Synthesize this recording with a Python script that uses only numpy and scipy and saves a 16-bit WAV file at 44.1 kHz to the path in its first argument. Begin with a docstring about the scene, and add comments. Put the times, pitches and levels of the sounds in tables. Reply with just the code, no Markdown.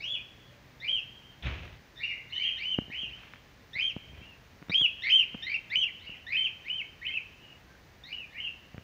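"""Outside a country house, cockatiels fly round and call to each other. Each chirp climbs hoarsely,
leaps across the break in the bird's voice to a clear whistle, and falls. Walls and trees scatter the
calls and far buildings send them back. Close up, fingers knock on a hand-held camera and a sleeve
brushes it. Underneath lie far-off birds, a fading engine, quiet outdoor air and microphone hiss."""
import sys
import numpy as np
from scipy import signal
from scipy.fft import rfft, irfft
from scipy.io import wavfile

SR = 44100
rng = np.random.default_rng(int(sys.argv[2]) if len(sys.argv) > 2 else 0)


def wav_out(sig):
    """Save sig, one row per channel (or a flat mono array), as 16-bit PCM at SR to the path in sys.argv[1]."""
    wavfile.write(sys.argv[1], SR, np.round(np.clip(np.atleast_2d(sig).T, -1, 1) * 32767).astype(np.int16))


N = 389403
TIME = np.arange(N) / SR


# The cockatiels' calls. 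Each row: start, climb length and whistle length in seconds, place of the crack
# in the climb (0-1), pitch in Hz before the leap, at the crest and at the close, place of the crest in
# the whistle (0-1), then relative levels in dB: the fundamental at the opening, the climb's end and the
# whistle's start, middle and end, and the octave at the opening and in the whistle.
CHIRPS = [ (-0.01, 0.071, 0.11, 0.19, 3073, 3390, 2403, 0.38, -59.5, -37, -33, -33, -37, -44, -72.5),
          (0.8, .077, 0.12, 0.29, 2495, 3168, 2575, 0.31, -54.5, -37, -31, -27.5, -38.5, -41, -71),
          (1.957, 0.074, .08, 0.58, 2286, 2837, 2090, .13, -52, -38.5, -22.5, -44, -30.5, -39.5, -67),
          (2.295, 0.029, 0.12, 0.25, 2290, 3080, 2820, 0.49, -57, -47.5, -29.5, -37, -28, -44.5, -69),
          (2.351, 0.077, 0.078, 0.44, 2460, 3207, 2510, 0.32, -51.5, -36, -33, -29.5, -41.5, -40.5, -71),
          (2.447, 0.051, 0.095, .5, 2600, 3190, 2720, .25, -51, -41.5, -30.5, -53.5, -41, -63, -76.5),
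          (2.57, 0.065, .112, .25, 2460, 3060, 2827, .55, -51.5, -37, -34.5, -32.5, -28.5, -40, -70.5),
          (2.901, .043, 0.11, .55, 2600, 3023, 2630, 0.45, -47.5, -37.5, -38, -41.5, -36, -52, -75),
          (2.937, .036, .1, 0.52, 2650, 3263, 2736, .47, -49.5, -52, -32.5, -41.5, -41, -57, -75),
          (3.089, 0.041, 0.12, 0.51, 2700, 3130, 2110, 0.32, -59, -50, -44, -59.5, -60.5, -59, -86),
          (3.731, .078, 0.11, 0.29, 2502, 3180, 2326, 0.55, -50, -30.5, -30.5, -30.5, -41.5, -38, -67.5),
          (4.189, .035, .115, .5, 2400, 2850, 2600, .4, -71, -59, -52, -54.5, -55.5, -78, -90),
          (4.695, 0.049, 0.12, 0.45, 2503, 3270, 2646, 0.47, -48.5, -31.5, -21, -26.5, -19, -32, -64),
          (5.019, 0.099, 0.12, 0.16, 2530, 3149, 2423, 0.46, -49, -29, -19.5, -23.5, -30.5, -35.5, -66.5),
          (5.042, .057, 0.11, .6, 2190, 3170, 2773, .15, -44.5, -33.5, -23.5, -39, -21, -34, -61),
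          (5.423, 0.12, 0.025, 0.36, 2360, 2760, 2310, 0.33, -48.5, -32, -27.5, -27, -35, -34.5, -62),
          (5.7, .057, 0.088, 0.29, 2404, 3080, 2720, 0.39, -45.5, -31, -20.5, -28.5, -25.5, -37.5, -59.5),
          (5.75, 0.062, 0.082, .5, 2650, 3224, 1983, 0, -71.5, -56.5, -29.5, -32.5, -44, -74, -80.5),
          (5.995, .07, .092, 0.6, 2450, 2880, 1930, 0.2, -63, -50.5, -43, -44.5, -53.5, -50, -87),
          (6.265, .102, 0.086, .58, 2597, 3135, 3000, 0.16, -44, -28, -27, -31, -32.5, -42, -77.5),
          (6.345, 0.085, 0.044, 0.24, 2370, 3220, 2445, 0.18, -50, -41, -48.5, -31.5, -29, -51, -69),
          (6.643, 0.056, 0.12, .7, 2600, 3130, 2234, 0.58, -52, -36.5, -30.5, -35.5, -34, -55.5, -79),
          (7.014, .053, 0.11, .75, 2670, 3168, 2492, 0.51, -46, -36, -27.5, -44.5, -30.5, -56, -84),
          (7.062, 0.047, 0.076, .4, 2330, 2655, 2280, 0.88, -57, -37.5, -40, -37.5, -35, -52, -87),
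          (8.035, 0.093, 0.12, 0.56, 2440, 2900, 2366, 0.04, -60, -46, -33, -45.5, -45, -42, -83),
          (8.305, 0.071, 0.11, 0.52, 2510, 2930, 2653, 0.26, -57, -45.5, -41, -39, -35, -56.5, -84),
          (8.343, 0.059, 0.076, .4, 2266, 3158, 2330, 0.69, -53, -41, -31, -44.5, -44, -83, -80.5)]
# How much sound comes by way of walls and trees as the birds circle.
# Each row: time in seconds, scattered over direct sound in dB.
SCATTER = [(0.1, 2.5), (0.8, 1), (2.0, 12.5), (2.6, 1), (2.9, 0), (3.75, -2.5), (4.17, 2), (4.7, -4),
           (5.0, -4), (5.7, -7), (6.0, 4.5), (6.26, -5), (6.35, -2), (6.65, -2.5), (7.0, -1), (8.05, -0.5),
           (8.35, 0.5)]


def cockatiels():
    """The birds keep moving, so every chirp finds echo paths of its own."""
    out = np.zeros(N)
    times, scatter_db = np.transpose(SCATTER)
    for start, climb_s, whistle_s, *shape in CHIRPS:
        scattered = from_db(np.interp(start, times, scatter_db))
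        add(out, start, yard_echoes(chirp(climb_s, whistle_s, shape), scattered))
    return out


def chirp(climb_s, whistle_s, shape, break_hz=2420, break_width_hz=400, rasp_db=3.5, tremble_db=1.0,
          beak_hz=5400, attack_s=0.004, release_s=0.0033):
    """The syrinx rasps where the pitch passes the break between its registers, and is pure above it."""
    length = climb_s + whistle_s + release_s
    t = np.arange(0, length, 1 / SR)
    hz, level_db, octave_db, rasp_share = chirp_contour(t, climb_s, whistle_s, *shape)
    hoarse = rasp_share * np.exp(-((hz - break_hz) / break_width_hz) ** 2)
    shake, sway, rasp = (flutter(rate_hz, size=SR // 2)[:len(t)] for rate_hz in (230, 70, 190))
    jitter = (0.0042 + 0.024 * hoarse) * shake + (0.014 + 0.0099 * hoarse) * sway
    phase = 2 * np.pi * np.cumsum(hz * (1 + jitter)) / SR
    # the third harmonic gets past the beak only while the pitch is low
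    third = from_db(-14) * np.sin(3 * phase) / (1 + (3 * hz / beak_hz) ** 12)
    tone = from_db(level_db) * np.sin(phase) + from_db(octave_db) * (np.sin(2 * phase) + third)
    gate = np.clip(t / attack_s, 0, 1) * np.clip((length - t) / release_s, 0, 1)
    return gate * from_db(rasp_db * hoarse * rasp + tremble_db * sway) * tone


def chirp_contour(t, climb_s, whistle_s, crack_at, leap_hz, crest_hz, closing_hz, crest_at,
                  opening_db, climb_db, start_db, middle_db, end_db, opening_octave_db, octave_db,
                  opening_hz=1719, crack_hz=111.6, crack_s=0.004, swell_db=7, leap_s=0.0037):
    """A climb, a leap of register, an arched whistle: pitch, fundamental dB, octave dB, share of rasp."""
    up = np.clip(t / climb_s, 0, 1)
    # part way up, the thin voice cracks open: the pitch steps up and the fundamental takes over
    cracked = np.clip((t - crack_at * climb_s) / crack_s + 0.5, 0, 1)
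    climb_hz = opening_hz + (leap_hz - crack_hz - opening_hz) * up ** 0.78 + crack_hz * cracked
    climb_level_db = opening_db + (climb_db - swell_db - opening_db) * cracked + swell_db * up
    climb_octave_db = opening_octave_db - 20 * up ** 0.48   # fades fastest at first
    climb = np.broadcast_arrays(climb_hz, climb_level_db, climb_octave_db, 1.0)

    over = np.clip((t - climb_s) / whistle_s, 0, 1)
    crest_at = np.clip(crest_at, 0.05, 0.95)
    before_crest = np.maximum(1 - over / crest_at, 0)
    past_crest = np.maximum(over - crest_at, 0) / (1 - crest_at)
    # the leap lands just under the crest; past the crest, the fall gathers speed
    whistle_hz = crest_hz * (1 - 0.065 * before_crest ** 2) - (crest_hz - closing_hz) * past_crest ** 2.1
    arch_db = (middle_db - (start_db + end_db) / 2) * np.sin(np.pi * over)
    whistle_db = start_db + (end_db - start_db) * over + arch_db
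    whistle = np.broadcast_arrays(whistle_hz, whistle_db, octave_db, 0.45)   # less rasp than the climb

    leapt = np.clip((t - climb_s) / leap_s + 0.5, 0, 1)
    return (1 - leapt) * np.array(climb) + leapt * np.array(whistle)


def yard_echoes(call, scattered, air_cut_hz=4300):
    """The direct call, quick echoes off walls, a tail from trees and a late slap from far buildings."""
    # the less direct the path, the longer the wall echoes are spread out
    walls = scattered * reflections(delay_s=0.00038, build_s=0.00088, t60=0.25 * scattered ** 0.47,
                                    per_s=1400)
    trees = from_db(-16) * reflections(delay_s=0.035, build_s=0.033, t60=1.0, per_s=2400)
    buildings = from_db(-27) * reflections(delay_s=0.34, build_s=0.019, t60=0.13, per_s=800)
    paths = walls + np.sqrt(scattered) * filtered(trees + buildings, air_cut_hz)
    paths[0] += 1   # the direct path
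    return signal.fftconvolve(call, paths / np.sqrt(1 + scattered ** 2))


def reflections(delay_s, build_s, t60, per_s):
    """Many small echoes that begin after a delay, build up and die away; unit power."""
    t = TIME[:SR]
    age = np.maximum(t - delay_s, 0)
    taps = rng.standard_normal(len(t)) * (rng.random(len(t)) < per_s / SR)
    taps = taps * (1 - np.exp(-age / build_s)) * from_db(-60 * age / t60)
    return taps / np.sqrt(np.sum(taps ** 2) + 1e-20)


# Fingers on the camera. Each row: start in seconds, thud level in dB, thud pitch in Hz, click level in dB.
KNOCKS = [(2.787, -12, 247, -27), (2.819, -34, 201, -58), (2.881, -37, 224, -58), (2.9, -32.5, 230, -63),
          (3.033, -34.5, 200, -64), (3.2345, -59, 200, -38), (3.3363, -54, 201, -31),
          (3.359, -62, 200, -39), (3.762, -34, 126.6, -60), (3.9647, -21, 200, -54),
          (4.133, -36, 144.5, -58), (4.215, -33.5, 152, -58), (4.619, -36.5, 206, -44),
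          (4.6259, -36, 303, -35), (4.685, -38, 248, -41), (4.6965, -20.5, 187, -34),
          (4.7027, -27, 161, -29), (4.707, -26.5, 150, -44), (4.8128, -29.5, 260, -28),
          (4.819, -26, 131, -44), (5.345, -29.5, 230, -35.5), (5.349, -25, 188, -61),
          (5.776, -35.5, 145, -54), (6.094, -32, 167, -49), (8.745, -29, 140, -50),
          (8.78, -24.5, 145.6, -35)]
# The camera shell's modes. Each row: pitch in Hz, relative level in dB, seconds to die away by 60 dB.
SHELL_MODES = [(987, -5, 0.0043), (1370, -1.5, 0.005), (2280, 0, 0.0039), (4800, -29, .003)]


def finger_knocks(pad_hz=2200, low_cut_hz=80, top_hz=5000):
    """A soft fingertip rocks the camera for a cycle or two; a harder touch also clicks the shell."""
    out = np.zeros(N)
    for start, thud_db, thud_hz, click_db in KNOCKS:
        body = ring(thud_hz, t60=0.014) + from_db(-5) * ring(hz=450, t60=0.0045)
        thud = filtered(body, pad_hz, order=4)
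        click = sum((-1) ** k * from_db(db + 2 * rng.standard_normal()) * ring(hz, t60)
                    for k, (hz, db, t60) in enumerate(SHELL_MODES))
        add(out, start, from_db(thud_db) * thud + from_db(click_db) * click)
    out = filtered(out + 1e-18, low_cut_hz, kind="high")
    return filtered(out, top_hz, order=6)


# Sleeve and hand strokes. Each row: start and length in seconds, rumble level and swish level in dB.
RUBS = [(1.419, .2, -34.5, -38), (1.449, 0.042, -30, -52), (1.577, 0.23, -43, -48),
        (2.798, 0.085, -42.5, -84), (3.026, 0.15, -48.5, -62), (3.138, 0.27, -77, -52),
        (4.044, 0.18, -51, -76), (4.135, 0.22, -53, -57.5), (8.735, 0.13, -51, -78)]
# The tone of the body's rumble and of the cloth's swish. Each row: frequency in Hz, relative level in dB.
RUMBLE_SPECTRUM = [(15, -44), (30, -25), (50, 5), (80, 2), (130, -3), (230, -13.5), (400, -17.5),
                   (700, -18), (1500, -72)]
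SWISH_SPECTRUM = [(200, -20), (450, -13), (800, -8), (1400, -7.5), (2600, -0.5), (3700, -11), (4800, -24.5),
                  (6500, -28), (8000, -54), (14000, -74)]


def rubbing(slips_per_s=52, slip_share=0.21, grain_db=2.0, attack_s=0.047, release_s=0.049, sag_db=11.5):
    """Cloth and skin stick and slip on the camera: slips bump the body, and fibres swish in spurts."""
    rumble_gain, swish_gain = np.zeros(N), np.zeros(N)
    for start, length, rumble_db, swish_db in RUBS:
        t = TIME[:int(length * SR)]
        contact = np.minimum(t / attack_s, 1) * np.minimum((length - t) / release_s, 1)
        force = contact * from_db(-sag_db * t / length)
        add(rumble_gain, start, from_db(rumble_db) * force)
        add(swish_gain, start, from_db(swish_db) * force)
    slip_count = np.floor(np.cumsum(slips_per_s * from_db(2.3 * flutter(30.4))) / SR)
    slips = np.diff(slip_count, prepend=0) * from_db(1.4 * flutter(47))
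    bumps = coloured(slips, RUMBLE_SPECTRUM)
    rumble = np.sqrt(slip_share) * bumps + np.sqrt(1 - slip_share) * noise(RUMBLE_SPECTRUM)
    swish = rms_one(from_db(grain_db * flutter(90))) * noise(SWISH_SPECTRUM)
    return rumble_gain * rumble + swish_gain * swish


# Catches of the sleeve. Each row: start in seconds, level in dB.
SCUFFS = [(1.425, -37), (1.453, -38.5)]
# A scuff's narrow, bright band. Each row: frequency in Hz, relative level in dB.
SCUFF_SPECTRUM = [(2600, -31), (3400, 7), (3750, 9), (4100, -17), (5200, -44)]


def sleeve_scuffs(attack_s=0.0019, t60=0.062):
    """The sleeve catches with a short, dry burst of noise."""
    out, t = np.zeros(N), TIME[:SR // 10]
    for start, level_db in SCUFFS:
        envelope = from_db(level_db - 60 * t / t60) * np.minimum(t / attack_s, 1)
        add(out, start, envelope * noise(SCUFF_SPECTRUM, size=len(t)))
    return out


# Faint notes of far-off birds. 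Each row: start and length in seconds, pitch in Hz, level in dB.
FAR_NOTES = [(0.046, 0.14, 578, -58), (0.479, 0.17, 580, -65), (0.865, 0.12, 566, -64),
             (7.392, 0.2, 2870, -54.5), (7.667, 0.11, 1570, -64)]


def far_birds(blur_db=4.7):
    """Single soft notes, blurred in pitch and level by the way they travel."""
    out = np.zeros(N)
    for start, length, hz, level_db in FAR_NOTES:
        t = TIME[:int(length * SR)]
        phase = 2 * np.pi * np.cumsum(hz * (1 + 0.011 * flutter(120, size=len(t)))) / SR
        envelope = from_db(level_db + blur_db * flutter(60, size=len(t))) * np.sin(np.pi * t / length)
        add(out, start, envelope * np.sin(phase))
    return out


def far_engine(hz=126, level_db=-59.5, hold_s=0.32, fade_db_per_s=3.5):
    """A low drone, wavering on its long way here, holds briefly and then fades."""
    fade_db = fade_db_per_s * np.maximum(TIME - hold_s, 0)
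    envelope = from_db(level_db - fade_db + 2 * flutter(8))
    phase = 2 * np.pi * np.cumsum(hz * (1 + 0.02 * flutter(15))) / SR
    return envelope * np.sin(phase)


# The tone of the outdoor air and of the microphone's hiss. Each row: frequency in Hz, relative level in dB.
AIR_SPECTRUM = [(12, -38), (20, -25), (43, -5), (83, -2.5), (128, -6), (252, -11), (281, -12), (341, -13.5),
                (1410, -20), (1570, -17.5), (1850, -16.5), (3180, -23.5), (6470, -30.5), (8040, -41.5),
                (13500, -45)]
HISS_SPECTRUM = [(7000, -25), (8000, -14), (13600, -14), (14500, 12), (15600, 5.5), (16000, -11)]


def air_and_hiss(air_db=-56.5, hiss_db=-79):
    """A steady bed of quiet outdoor air, with the microphone's thin hiss on top."""
    return from_db(air_db) * noise(AIR_SPECTRUM) + from_db(hiss_db) * noise(HISS_SPECTRUM)


def from_db(db):
    """Decibels to gain."""
    return 10 ** (np.asarray(db) / 20)


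def rms_one(x):
    """Scale to unit rms."""
    return x / np.sqrt(np.mean(x ** 2) + 1e-20)


def filtered(x, hz, order=2, kind="low"):
    """A smooth low-pass or high-pass."""
    return signal.sosfilt(signal.butter(order, hz, kind, fs=SR, output="sos"), x)


def coloured(x, spectrum):
    """Shape a signal by (Hz, dB) points; rms 1."""
    hz, db = np.transpose(spectrum)
    bins = np.maximum(np.fft.rfftfreq(len(x), 1 / SR), 1)
    gain = from_db(np.interp(np.log(bins), np.log(hz), db))
    return rms_one(irfft(rfft(x) * gain, len(x)))


def noise(spectrum, size=N):
    """Steady noise of a given colour; rms 1."""
    return coloured(rng.standard_normal(size), spectrum)


def flutter(rate_hz, size=N):
    """Random wobble up to a given rate; rms 1."""
    return rms_one(filtered(rng.standard_normal(size), rate_hz))


def ring(hz, t60):
    """One struck mode."""
    t = TIME[:SR // 10]
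    return np.sin(2 * np.pi * hz * t) * from_db(-60 * t / t60)


def add(out, start_s, x):
    """Mix a sound in from its start time."""
    first = int(start_s * SR)
    x = x[max(-first, 0):]
    part = out[max(first, 0):][:len(x)]
    part += x[:len(part)]


def scene(birds_db=4.0):
    """Birds in the yard, handling noise and background, in mono."""
    birds = from_db(birds_db) * cockatiels()
    handling = finger_knocks() + rubbing() + sleeve_scuffs()
    background = far_birds() + far_engine() + air_and_hiss()
    return (birds + handling + background)[None]


def record(dry, cutoff_hz=15600):
    """The camera cuts the top end steeply."""
    return signal.sosfilt(signal.ellip(12, 0.1, 80, cutoff_hz, fs=SR, output="sos"), dry)


dry = scene()
out = record(dry)
wav_out(out)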